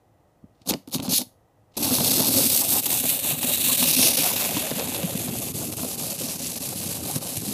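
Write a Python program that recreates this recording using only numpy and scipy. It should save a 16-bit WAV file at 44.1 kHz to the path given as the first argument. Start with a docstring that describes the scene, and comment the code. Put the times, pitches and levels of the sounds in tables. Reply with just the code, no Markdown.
"""Toy train lap on a tabletop track

A battery toy train on a plastic track laid on a table, heard from the edge of the track in a small room.
Fingers fumble the switch and the motor runs in short spurts; then the train does one lap, passing close by.
Bunched random tooth contacts rattle in a hollow shell whose colour changes as the train moves. Wheel taps
drum on the table and track, joints knock and boom, and loose pieces of track ring as resonances."""
import sys
import numpy as np
from scipy import signal
from scipy.fft import rfft, irfft
from scipy.io import wavfile

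SR = 44100
rng = np.random.default_rng(int(sys.argv[2]) if len(sys.argv) > 2 else 0)


def wrap_up_sound(samples):
    """Save the sound to the file named by the first command line argument, as 16-bit audio."""
    columns = np.atleast_2d(samples).T
    # keep every value between -1 and 1, then stretch to whole-number steps
    tamed = np.clip(columns, -1, 1)
    steps = np.round(tamed * 32767).astype(np.int16)
    wavfile.write(sys.argv[1], SR, steps)


N = 332073
TIME = np.arange(N) / SR
START_S = 1.767   # the lap begins

# Spectrum of a wheel knock. Each row: frequency in Hz, level in dB per Hz.
KNOCK_SPECTRUM = [(20, -61), (50, -32), (100, -2.5), (170, 8), (260, 0), (400, -2), (550, -4), (900, -17.5),
                  (1600, -17), (4000, -55)]
# Spectrum of a plastic click or rub. Each row: frequency in Hz, level in dB per Hz.
CLICK_SPECTRUM = [(300, -13), (900, -2), (1600, -16.5), (2600, -4), (4000, -2), (7000, -10), (15000, -26.5)]
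# Engine on the track, with the bass damped by the hand. Each row: frequency in Hz, level in dB per Hz.
SET_DOWN_SPECTRUM = [(20, -48.5), (50, -16), (100, -7), (170, 4), (280, 5), (400, -8), (550, -12),
                     (900, -17), (1600, -33), (4000, -46)]


def from_db(db):
    """Amplitude ratio of a level in dB."""
    return 10 ** (np.asarray(db) / 20)


def rms_one(x):
    """The signal scaled to an rms of 1."""
    return x / np.sqrt(np.mean(x ** 2) + 1e-20)


def in_time(rows):
    """The columns of a curve table at every sample."""
    s, *columns = np.transpose(rows)
    return [np.interp(TIME, s, column) for column in columns]


def drift(hz):
    """Smooth chance with rms 1: noise lowpassed at this frequency."""
    lowpass = signal.butter(2, hz, fs=SR, output="sos")
    slow = signal.sosfilt(lowpass, rng.standard_normal(N + SR))
    return rms_one(slow[SR:])   # leave out the filter's first second


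def response(colour, size=4096):
    """The causal (minimum-phase) impulse response of a body with this spectrum; peak 1."""
    hz, db = np.transpose(colour)
    grid = np.maximum(np.arange(size // 2 + 1) * SR / size, 1)
    level_db = np.interp(np.log(grid), np.log(hz), db)
    # folding the cepstrum onto positive time gives minimum phase
    cepstrum = irfft(np.log(from_db(level_db)))
    cepstrum[1:size // 2] *= 2
    cepstrum[size // 2 + 1:] = 0
    h = irfft(np.exp(rfft(cepstrum)))
    return h / np.abs(h).max()


def through(x, h):
    """A sound passed through an impulse response, kept to its own length."""
    return signal.oaconvolve(x, h)[:len(x)]


def add(out, s, sound):
    """Mixes a short sound in at time s."""
    at = int(s * SR)
    out[at:at + len(sound)] += sound[:N - at]


def impacts(chance, spread_db):
    """Contacts of either sign and the given strength spread, with the given chance at each sample."""
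    size = from_db(spread_db * np.clip(rng.standard_normal(N), -2, 2))
    return (rng.random(N) < chance) * size * rng.choice([-1, 1], N)


def ringing(t60, ring_db, size=4096):
    """A sharp contact followed by decaying noise, like the dense, dying modes of a hollow part."""
    h = rng.standard_normal(size) * from_db(-60 * np.arange(size) / SR / t60)
    h *= from_db(ring_db) / np.linalg.norm(h)
    h[0] = 1
    return h


def strike(clicks, t60, ring_db):
    """Each sharp contact is followed by a dense noisy ring that dies away and is never twice the same."""
    keep = from_db(-120 / (t60 * SR))   # energy kept from sample to sample
    energy = signal.lfilter([1 - keep], [1, -keep], clicks ** 2 + 1e-18)
    return clicks + from_db(ring_db) * np.sqrt(energy) * rng.standard_normal(N)


def blows(events, colour, t60, ring_db):
    """Single blows (time in seconds, peak in dB) on a body, each with its own ring."""
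    out = np.zeros(N)
    for s, db in events:
        hit = through(ringing(t60, ring_db), response(colour))
        add(out, s, from_db(db) * hit / np.abs(hit).max())
    return out


def mode(x, hz, t60):
    """One resonance: a two-pole filter that rings down by 60 dB in t60 seconds."""
    r = from_db(-60 / (t60 * SR))
    w = 2 * np.pi * hz / SR
    return signal.lfilter([1, 0, -1], [1, -2 * r * np.cos(w), r * r], x)


def resonate(clicks, modes, wander_db, wander_hz):
    """Modes driven by the contacts; each swells and fades as the point of contact moves."""
    out = 0
    for hz, db, t60 in modes:
        drive = clicks * rng.standard_normal(N) * from_db(wander_db * drift(wander_hz))
        out = out + from_db(db) * rms_one(mode(drive, hz, t60))
    return rms_one(out)


def travelling(x, colours, times):
    """A sound whose colour passes from one spectrum to the next as the train moves."""
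    out = 0
    for row, colour in zip(np.eye(len(colours)), colours):
        share = np.interp(TIME, times, row)
        out = out + share * rms_one(through(x, response(colour)))
    return out


def quiet_room():
    """The steady hush of the quiet room: noise shaped by a fixed spectrum."""
    # Spectrum of the quiet room. Each row: frequency in Hz, level in dB per Hz.
    hush = [(15, -48.5), (25, -18), (38, -8.5), (71, -4.5), (106, 2), (146, -6), (264, -11), (309, -7),
            (404, -12.5), (501, -7.5), (790, -10.5), (1120, -20.5), (1280, -18), (1390, -25), (1760, -27),
            (1910, -21.5), (2240, -33), (2500, -30), (4870, -36.5), (5280, -35), (15000, -37.5)]
    return from_db(-61.5) * rms_one(through(rng.standard_normal(N), response(hush)))


def room(x, t60):
    """The diffuse tail of a small furnished room: decaying noise after a gap of 5 ms."""
    t = TIME[:SR // 2]
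    tail = rng.standard_normal(len(t)) * from_db(-60 * t / t60) * (t > .005)
    return through(x, tail / np.linalg.norm(tail))


def hand_bumps():
    """The hand bumps the table softly: short low thuds."""
    # Soft bumps of the hand. Each row: start in seconds, peak in dB.
    bumps = [(.426, -49), (.4405, -34.5), (.511, -51), (.614, -45), (1.268, -46)]
    # Spectrum of the bumped table. Each row: frequency in Hz, level in dB per Hz.
    bump_spectrum = [(20, -46), (40, -25), (90, 0), (150, -1.5), (300, -5.5), (500, -28.5), (1200, -40),
                     (3000, -68)]
    return blows(bumps, bump_spectrum, t60=0.039, ring_db=0)


def fingers():
    """Fingers rub the plastic shell: skin slips over it in fine grains."""
    # Strokes of the fingers. Each row: centre in seconds, level in dB, half width in seconds.
    rubs = [(.553, -71, 0.0026), (.595, -77, 0.041), (.623, -65, 0.0083), (0.663, -50, 0.0028),
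            (1.724, -66, 0.0046), (1.742, -63, 0.0029), (1.756, -55.5, 0.0075)]
    pressure = sum(from_db(db) * np.exp(-.5 * ((TIME - s) / width) ** 2) for s, db, width in rubs)
    grains = strike(impacts(1500 / SR, spread_db=3.0), t60=.008, ring_db=-3.0)
    return pressure * rms_one(through(grains, response(CLICK_SPECTRUM)))


def plastic_clicks():
    """The switch and the plastic wheels on the rails click: sharp contacts with a short ring."""
    # Clicks of switch and wheels. Each row: start in seconds, peak in dB.
    click_events = [(0.618, -45), (0.7067, -10), (0.7195, -20), (0.7378, -12.5), (0.876, -38),
                    (0.9465, -16), (0.958, -28), (0.983, -26), (0.9925, -34), (1.0003, -20.5),
                    (1.0243, -29), (1.0795, -23.5), (1.216, -23.5), (1.7714, -30), (1.7805, -27),
                    (1.829, -26), (2.0055, -14.5), (2.858, -19.5), (3.431, -15), (3.827, -10), (4.363, -15),
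                    (4.571, -17), (4.654, -28), (4.708, -18.5), (4.796, -15), (4.873, -25), (4.946, -19),
                    (4.964, -20), (5.031, -19), (5.284, -23), (5.486, -27), (5.548, -32), (5.725, -27),
                    (5.736, -30), (6.121, -26), (6.201, -33), (6.558, -27)]
    return blows(click_events, CLICK_SPECTRUM, t60=0.018, ring_db=7)


def spurt(s, rise, hold, fall):
    """Gain of one spurt: it rises by 20 dB in the rise time, holds, then falls 20 dB per fall time."""
    before = np.maximum(s - TIME, 0) / rise
    after = np.maximum(TIME - s - hold, 0) / fall
    return from_db(-20 * np.minimum(before ** 2 + after, 10))


def wheel_load(turns, swell_db, strongest_at, waver_db):
    """Level change in dB as the load swells once a wheel turn and wavers by chance."""
    return swell_db * np.cos(2 * np.pi * (turns - strongest_at)) + waver_db * drift(14.5)


def stutters():
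    """Level change in dB as the gears briefly lose contact at random moments."""
    per_s, depth_db, length_s = 14, -4.5, 0.01
    moments = rng.random(N) < per_s / SR
    dips = through(moments * 1.0, np.hanning(int(length_s * SR)))
    return depth_db * np.minimum(dips, 1)


def slack():
    """Level change in dB as the gears run free, or catch hard and rattle louder for a moment."""
    # Gears going slack. Each row: centre in seconds, level change in dB, length in seconds.
    slacks = [(1.797, -7.5, 0.027), (2.308, -4.5, 0.042), (2.486, -5, 0.03), (2.629, -8.5, 0.014),
              (2.672, -6.5, 0.029), (2.817, -14, 0.017), (2.843, -5.5, 0.025), (2.884, -8, 0.019),
              (3.025, -6, 0.016), (3.18, -5.5, 0.02), (3.212, -8.5, 0.023), (3.366, -5.5, 0.029),
              (3.404, -8, 0.0097), (3.458, -6.5, 0.015), (3.567, -7, 0.014), (3.59, -3.5, 0.0081),
              (3.632, -6, 0.015), (3.769, -6.5, 0.013), (3.958, -7.5, 0.0091), (4.124, -4.5, 0.029),
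              (4.163, -12, 0.0093), (4.352, -8.5, 0.011), (4.392, -2.5, 0.014), (4.545, 0, 0.012),
              (4.736, -1.5, 0.029), (5.531, -14, 0.017), (5.713, -5, 0.012), (5.756, -11, 0.022),
              (5.792, -0.5, 0.042), (5.966, -9.5, 0.017), (6.173, -9, 0.025), (6.378, -8.5, 0.024),
              (6.593, -12, 0.017), (6.746, -7, 0.013), (7.008, -5, 0.036), (7.198, -11, 0.018),
              (7.434, -2, 0.038)]
    # Gears catching hard. Each row: centre in seconds, rise in dB, length in seconds.
    catches = [(2.438, 2.5, 0.02), (4.092, 0.5, 0.022), (4.183, 4, 0.021), (4.25, 0.5, 0.06),
               (4.455, 1.5, 0.05), (4.501, 1.5, 0.025), (7.162, 6.5, 0.014), (7.37, 5.5, 0.016)]
    out = np.zeros(N)
    t = TIME[:SR // 5] - TIME[SR // 10]
    for s, db, length in [*slacks, *catches]:
        add(out, s + t[0], db / (1 + (2 * t / length) ** 4))
    return out


def motor_drive():
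    """Gains of gear rattle, table rumble and track clatter: the spurts, and the lap pulsing with wheel turns."""
    # Motor spurts under the fingers. Each row: time of reaching full level in seconds, rise in seconds,
    # hold in seconds, gear level in dB, wheel level in dB.
    spurts = [(0.681, 0.021, 0.012, -32.5, -32), (0.696, 0.015, 0.0056, -20.5, -26),
              (0.876, 0.005, 0.034, -50.5, -55), (0.951, 0.034, 0.0069, -24.5, -34),
              (1.029, 0.0077, 0.038, -35, -32), (1.096, 0.0083, 0.042, -28.5, -34),
              (1.124, 0.027, 0.062, -20, -46.5), (1.191, 0.009, 0.026, -29, -34)]
    # Loudness along the lap, as the train nears and leaves and the table gives under it, before slack and load.
    # Each row: time in seconds, gear level in dB, table rumble in dB, track clatter in dB.
    lap = [(1.82, -24.5, -31, -36.5), (2.4, -17, -27.5, -34.5), (2.54, -15.5, -36.5, -37),
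           (2.8, -19, -32.5, -40.5), (3.15, -21.5, -38, -41.5), (3.4, -24, -36, -39.5),
           (3.62, -18.5, -34, -41.5), (3.83, -17.5, -35.5, -37), (4.05, -16.5, -33.5, -36.5),
           (4.3, -20.5, -38.5, -35.5), (4.7, -28.5, -38, -38), (5.1, -32, -34.5, -41),
           (5.65, -31.5, -35, -43.5), (6.1, -30, -36.5, -41.5), (6.65, -31.5, -40, -45),
           (6.87, -30.5, -35.5, -43), (7.1, -31.5, -33.5, -40), (7.3, -33, -41.5, -44),
           (7.53, -31.5, -31.5, -47)]
    # Rotation of the driving wheels. Each row: time in seconds, turns made.
    wheel_turns = [(1.8, 0), (2.44, 3), (3.024, 6), (4.545, 14), (5.53, 19), (7.61, 29)]
    # Load on gears, rumble and clatter. Each holds: swell in dB, strongest part of a turn, waver in dB.
    gear_load = (1, 0.4, 0.94)
    rumble_load = (0.97, 0.22, 0.19)
    clatter_load = (1, 0.48, 0.51)
    gear_fall_s, wheel_fall_s = 0.018, 0.022   # time to fall by 20 dB
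    spurt_clatter_db = -4.5   # track clatter against table rumble in a spurt

    running = np.clip((TIME - START_S) / 0.012, 0, 1) ** .5   # spins up in 12 ms
    gear_db, rumble_db, clatter_db = in_time(lap)
    turns, = in_time(wheel_turns)
    slack_db = slack()
    wheel_slack_db = 0.62 * slack_db   # the share of the slack that reaches the wheels
    gear = running * from_db(gear_db + slack_db + stutters() + wheel_load(turns, *gear_load))
    rumble = running * from_db(rumble_db + wheel_slack_db + wheel_load(turns, *rumble_load))
    clatter = running * from_db(clatter_db + wheel_slack_db + wheel_load(turns, *clatter_load))
    for s, rise, hold, spurt_db, wheel_db in spurts:
        rolling = from_db(wheel_db) * spurt(s, rise, hold, wheel_fall_s)
        gear = np.maximum(gear, from_db(spurt_db) * spurt(s, rise, hold, gear_fall_s))
        rumble = np.maximum(rumble, rolling)
        clatter = np.maximum(clatter, from_db(spurt_clatter_db) * rolling)
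    return gear, rumble, clatter


def gears(shake, drive, bunching=1.9, per_s=5600, shake_db=1.1, flurry_db=2.0):
    """Loose teeth hit and bounce in a bunch at each mesh, some jump with a hard tick, and the shell rings."""
    # Small rattling resonances of the shell. Each row: frequency in Hz, level in dB, t60 in seconds.
    shell_modes = [(2640, 5, 0.0034), (3760, -3, 0.0085), (4540, -5, 0.02), (6530, 1.5, 0.0092),
                   (8540, -1.5, 0.006), (10410, 4.5, 0.01), (11870, 5, 0.0047)]
    # Shell resonances while the fingers hold it. Each row: frequency in Hz, level in dB, t60 in seconds.
    held_modes = [(3650, 1, 0.012), (4300, 0.5, 0.0095), (6460, 2.5, 0.011)]
    # Parts of the shell that ring out over a stretch of the lap. Each row: centre in seconds,
    # half width in seconds, frequency in Hz, level in dB against the rattle, t60 in seconds.
    ring_outs = [(3.55, 0.46, 3620, -20.5, 0.02), (3.7, 0.3, 3850, -16, 0.02),
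                 (3.78, 0.18, 4230, -18, 0.012), (6.25, 0.35, 2690, -24, 0.021),
                 (6.08, 0.052, 4330, -20, 0.0031), (6.42, 0.16, 5980, -6, 0.002)]
    # The rattle as radiated under the hand, by each side of the engine, by the cab just after passing and
    # by the back. Each row: frequency in Hz, level in dB per Hz.
    held = [(820, -58.5), (1400, -30), (2110, -20.5), (2290, -13), (2610, -14.5), (4100, -3), (5060, -4.5),
            (6430, -6), (7180, -7.5), (8960, -7.5), (10500, -3), (12000, -4.5), (15400, -10.5)]
    flank = [(820, -48), (1400, -19), (2290, -12), (2610, -5.5), (3090, -8.5), (3450, -2.5), (4350, 1.5),
             (4760, -0.5), (6500, -2), (7180, -5.5), (8350, 0.5), (9330, -6.5), (10200, 1), (12200, 2.5),
             (15400, -7)]
    quarter = [(820, -34), (1400, -26), (1750, -26), (2070, -19.5), (2740, -13), (3120, -15.5), (3670, -9),
               (4100, -10), (4440, -8), (7040, -10.5), (8610, -3.5), (9610, -8), (12100, -2), (14800, -8),
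               (15400, -3)]
    nose = [(1000, -30.5), (1700, -14.5), (2100, -14.5), (2700, -5), (3150, -8.5), (3760, -4), (4480, -8),
            (4950, -15.5), (6010, -10), (7300, -6), (8150, -2), (9620, -5), (11600, -1), (14700, -3.5),
            (15400, -4.5)]
    close = [(1000, -36), (1700, -12), (1900, -11), (2650, 2), (3100, -2), (3930, 2), (5960, 4.5),
             (7500, -5.5), (8860, 4), (9530, 2), (10400, 4.5), (12100, 3), (13800, -1), (14700, -4),
             (15400, 2.5)]
    cab = [(820, -37), (1400, -8), (1990, -8), (2160, -4.5), (2740, -1), (3060, -4), (3490, -3),
           (5480, -4.5), (7040, -3.5), (9330, -4.5), (11300, 1), (15400, -1)]
    rear = [(880, -44), (1500, -8.5), (1910, -7), (2740, -0.5), (3030, -3.5), (3610, -0.5), (5070, -6.5),
            (5480, -9.5), (6340, -3.5), (8090, -1), (9370, -2), (12000, 1.5), (12700, 3), (13800, -8),
            (15400, -12)]
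    behind = [(880, -80), (1500, -13), (2130, -9.5), (2420, -5.5), (2740, -4.5), (3430, -5.5), (4050, -0.5),
              (5480, -2), (7130, -0.5), (7790, 0.5), (8670, 1.5), (9550, -2), (11100, 4.5), (12700, -0.5),
              (15400, -11)]
    # When each of those colours faces the listener. Each entry: time in seconds.
    facing_s = [1.3, 1.7, 2.1, 2.55, 3.3, 3.72, 4.05, 4.38, 4.9, 6.2]
    tooth_hz = 716.3   # mesh rate at full speed, before its random drift
    full_speed_db, speed_follows = -24, 0.6   # in a spurt, a rattle below this level turns slower; exponent
    between_meshes = 0.04   # contact chance added everywhere as teeth slide, against a mesh peak of 1
    snaps_per_s, snap_db = 70, -13.5   # hard ticks of a jumping tooth; level against the rattle

    # while the motor spins up or down in the hand, the teeth tick past one by one and less evenly
    spurt_pace = np.clip((drive / from_db(full_speed_db)) ** speed_follows, .13, 1)
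    pace = np.where(TIME < START_S, spurt_pace, 1)
    speed = pace * np.exp(.2 * drift(60) / np.sqrt(pace))
    mesh = 2 * np.pi * np.cumsum(tooth_hz * speed) / SR
    # the bounces also come in flurries of a few milliseconds as the play between the gears opens and closes
    bunch = between_meshes + np.exp(bunching / pace * (np.cos(mesh) - 1))
    bunch = bunch * from_db(flurry_db * drift(280))
    chance = per_s / SR * bunch / bunch[TIME > START_S].mean()
    teeth = impacts(chance, spread_db=0.0) * from_db(shake_db * shake) / pace ** .25
    shell = rms_one(strike(teeth, t60=0.007, ring_db=0.5))
    snaps = impacts(snaps_per_s / SR * (TIME > START_S), spread_db=1.0)
    shell += from_db(snap_db) * rms_one(strike(snaps, t60=0.004, ring_db=12))
    shell += from_db(-11) * resonate(teeth, shell_modes, wander_db=4.0, wander_hz=27.0)
    shell += from_db(-11.5) * (TIME < START_S) * resonate(teeth, held_modes, wander_db=2.0, wander_hz=14)
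    sides = [held, flank, flank, quarter, nose, nose, close, cab, rear, behind]
    out = travelling(shell, sides, facing_s)
    for s, width, hz, db, t60 in ring_outs:
        stretch = np.exp(-.5 * ((TIME - s) / width) ** 2)
        out += from_db(db) * stretch * resonate(teeth, [(hz, 0, t60)], wander_db=2.0, wander_hz=12)
    return out


def wheels(modes, shake, per_s, t60, shake_db, modes_db):
    """The shaking chassis taps its wheels on the rails: a dull thud and a few ringing modes."""
    taps = impacts(per_s / SR, spread_db=1.0) * from_db(shake_db * shake)
    thud = rms_one(strike(taps, t60, ring_db=-6.0))
    return thud + from_db(modes_db) * resonate(taps, modes, wander_db=3.5, wander_hz=14.0)


def table_rumble(shake):
    """The wheels drum on the table, whose colour depends on where the train is; small joints add bumps."""
    # Ringing modes of the table top. Each row: frequency in Hz, level in dB, t60 in seconds.
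    table_modes = [(157.2, -4, 0.044), (257.1, -0.5, 0.076), (300.4, -4.5, 0.11)]
    # The table under the start, the near and far half of the track, and the last stretch before the start
    # comes round again. Each row: frequency in Hz, level in dB per Hz.
    table_start = [(21, -64), (35, -33), (130, -1.5), (172, -18), (227, -3), (253, -6), (360, -6.5),
                   (422, -15.5), (450, -31), (580, -38), (990, -120)]
    table_near = [(21, -58), (35, -35), (92, -0.5), (124, -4.5), (161, -0.5), (198, 0), (237, -0.5),
                  (348, -7), (400, -13), (450, -12), (580, -80), (990, -120)]
    table_far = [(21, -60), (35, -24), (57, -23), (77, -0.5), (161, 0.5), (247, 0.5), (290, -6.5),
                 (323, -4.5), (360, 0), (409, -9), (450, -1), (580, -55), (990, -120)]
    table_return = [(21, -67), (35, -24), (57, -21), (80, -2), (125, 0), (172, 2), (215, -3.5), (262, -3.5),
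                    (330, -5.5), (400, -10.5), (450, -9), (580, -56), (990, -120)]
    # When the train is in the hand, then over each of those places. Each entry: time in seconds.
    over_s = [1.3, 1.7, 4.2, 4.9, 7.1]
    drumming = wheels(table_modes, shake, per_s=900, t60=0.027, shake_db=-0.5, modes_db=-16)
    places = [SET_DOWN_SPECTRUM, table_start, table_near, table_far, table_return]
    return travelling(drumming, places, over_s) + from_db(-12.5) * small_joints()


def track_clatter(shake):
    """The wheels clatter on the plastic track, which rings at its own modes."""
    # Ringing modes of the track. Each row: frequency in Hz, level in dB, t60 in seconds.
    track_modes = [(503, 0, 0.038), (556.6, -5.5, 0.14), (670, 0, 0.024), (789, -0.5, 0.027),
                   (930, -3.5, 0.013)]
    # Spectrum of the track. Each row: frequency in Hz, level in dB per Hz.
    track_spectrum = [(220, -35.5), (380, 3.5), (417, -4.5), (479, -2), (550, 1), (811, -4.5), (1190, -6),
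                      (1700, -16), (2210, -38), (3740, -120)]
    tapping = wheels(track_modes, shake, per_s=800, t60=0.04, shake_db=2.0, modes_db=-10.0)
    return rms_one(through(tapping, response(track_spectrum)))


def chatters():
    """A wheel chatters on loose pieces of track: short runs of taps set each ringing at its own pitch."""
    # Runs of taps. Each row: centre in seconds, peak in dB, ring frequency in Hz, length in seconds.
    tap_runs = [(0.705, -37, 580, 0.014), (0.737, -23, 560, 0.016), (1.845, -29, 850, 0.046),
                (1.986, -25, 964, 0.011), (2.011, -24, 710, 0.015), (2.092, -29, 351, 0.019),
                (2.121, -38, 640, 0.014), (2.201, -19.5, 533, 0.014), (2.23, -24, 874, 0.023),
                (2.279, -27, 366, 0.026), (2.404, -24, 374, 0.025), (2.624, -26, 847, 0.018),
                (2.755, -23.5, 809, 0.05), (2.871, -29.5, 860, 0.0076), (2.938, -25.5, 770, 0.051),
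                (3.045, -28, 670, 0.029), (3.25, -31.5, 900, 0.018), (3.314, -27.5, 680, 0.028),
                (3.494, -23.5, 587, 0.039), (3.704, -27.5, 1028, 0.035), (4.024, -25, 705, 0.023),
                (4.061, -23, 615, 0.019), (4.254, -22, 770, 0.022), (4.27, -31, 1230, 0.018),
                (4.416, -30, 1012, 0.023), (4.57, -24.5, 988, 0.0085), (4.645, -25.5, 623, .03),
                (4.718, -20, 542, 0.0034), (4.801, -21.5, 557, 0.047), (4.983, -26, 540, 0.051),
                (5.792, -31, 957, 0.014), (5.85, -31, 621, 0.046), (6.907, -36, 805, 0.011)]
    taps_per_s, ring_t60_s = 900, 0.021
    out = np.zeros(N)
    t = TIME[:SR // 5] - TIME[SR // 10]
    for s, db, hz, length in tap_runs:
        taps = (rng.random(len(t)) < taps_per_s / SR) * rng.standard_normal(len(t))
        ring = mode(taps * np.exp(-2 * (t / length) ** 2), hz, ring_t60_s)
        add(out, s + t[0], from_db(db) * ring / (np.abs(ring).max() + 1e-20))
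    return out


def set_downs():
    """The hand knocks the engine against the track as it sets it down: low blows with a short ring."""
    # Knocks of the engine on the track. Each row: start in seconds, peak in dB.
    hand_knocks = [(0.708, -15.5), (0.738, -20), (0.876, -30.5), (0.952, -18), (0.979, -36), (0.994, -23.5),
                   (1.081, -18.5), (1.124, -20), (1.772, -31)]
    return blows(hand_knocks, SET_DOWN_SPECTRUM, t60=0.081, ring_db=13.5)


def small_joints():
    """Lesser bumps in the rails knock the wheels at random during the lap; rms 1."""
    per_s = 11
    drops = impacts(per_s / SR * (TIME > START_S), spread_db=1.5)
    return rms_one(through(strike(drops, t60=0.088, ring_db=1.0), response(KNOCK_SPECTRUM)))


def knocks():
    """A wheel drops over a joint: a blow, and the table top swells into a boom pitched by the place."""
    # Drops over rail joints. Each row: start in seconds, blow peak in dB, boom peak in dB,
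    # boom frequency in Hz, boom swell in seconds.
    joint_drops = [(1.908, -19, -18.5, 257.2, 0.018), (1.982, -31, -21, 151, 0.0092),
                   (2.006, -23, -20, 238, 0.0043), (2.179, -20, -35, 248.8, 0.0055),
                   (2.361, -27, -20, 259, .014), (2.454, -30, -34, 108, 0.015),
                   (2.76, -24, -27, 189, 0.004), (2.922, -37, -30, 325, 0.0078),
                   (3.039, -25, -39, 245, 0.012), (3.322, -27, -25.5, 165.5, 0.01),
                   (3.439, -26, -24, 244, 0.0099), (3.716, -29, -29.5, 260, 0.0095),
                   (3.819, -22, -22, 245, 0.012), (3.99, -21.5, -28, 268, 0.0077),
                   (4.045, -40, -25.5, 336, 0.0073), (4.193, -30, -26, 287, 0.0087),
                   (4.543, -28, -24, 175, 0.0076), (4.567, -19, -24.5, 300, 0.0086),
                   (4.7138, -17.5, -24, 168.5, 0.004), (4.759, -34, -26, 177.7, 0.0067),
                   (5.032, -21.5, -17.5, 177, 0.012), (5.15, -24.5, -23.5, 200, 0.0048),
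                   (5.283, -27, -24, 169.5, 0.0058), (5.362, -31, -31, 118, 0.0078),
                   (5.999, -36, -34, 237.6, 0.0083), (6.23, -32, -29, 250.4, 0.013),
                   (6.557, -38, -32, 239.9, 0.0086), (6.889, -33, -27, 173.4, 0.0047),
                   (7.156, -29, -19.5, 157, 0.0078), (7.371, -32, -27, 119.1, 0.0076),
                   (7.479, -30, -28, 208.3, 0.014)]
    out = blows([row[:2] for row in joint_drops], KNOCK_SPECTRUM, t60=0.055, ring_db=8)
    t = TIME[:SR // 6]
    for s, _, db, hz, swell in joint_drops:
        envelope = (t / swell * np.exp(1 - t / swell)) ** 2
        add(out, s, from_db(db) * envelope * np.sin(2 * np.pi * hz * t))
    return out


def scene():
    """The train, the hand that starts it and the room around them."""
    gear, rumble, clatter = motor_drive()
    shake = drift(65)   # the engine judders on its wheels
    train = hand_bumps() + fingers() + plastic_clicks()
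    train += gear * gears(shake, gear)
    train += rumble * table_rumble(shake)
    train += clatter * track_clatter(shake)
    train += chatters() + set_downs() + knocks()
    return (train + from_db(-19) * room(train, t60=0.25) + quiet_room())[None]


def record(dry):
    """The highest peaks are rounded and the top is cut steeply."""
    cutoff_hz = 15350
    rounded = dry / (1 + (dry / .62) ** 6) ** (1 / 6)
    lowpass = signal.ellip(12, .1, 75, cutoff_hz, fs=SR, output="sos")
    return signal.sosfilt(lowpass, rounded)


dry = scene()
out = record(dry)
wrap_up_sound(out)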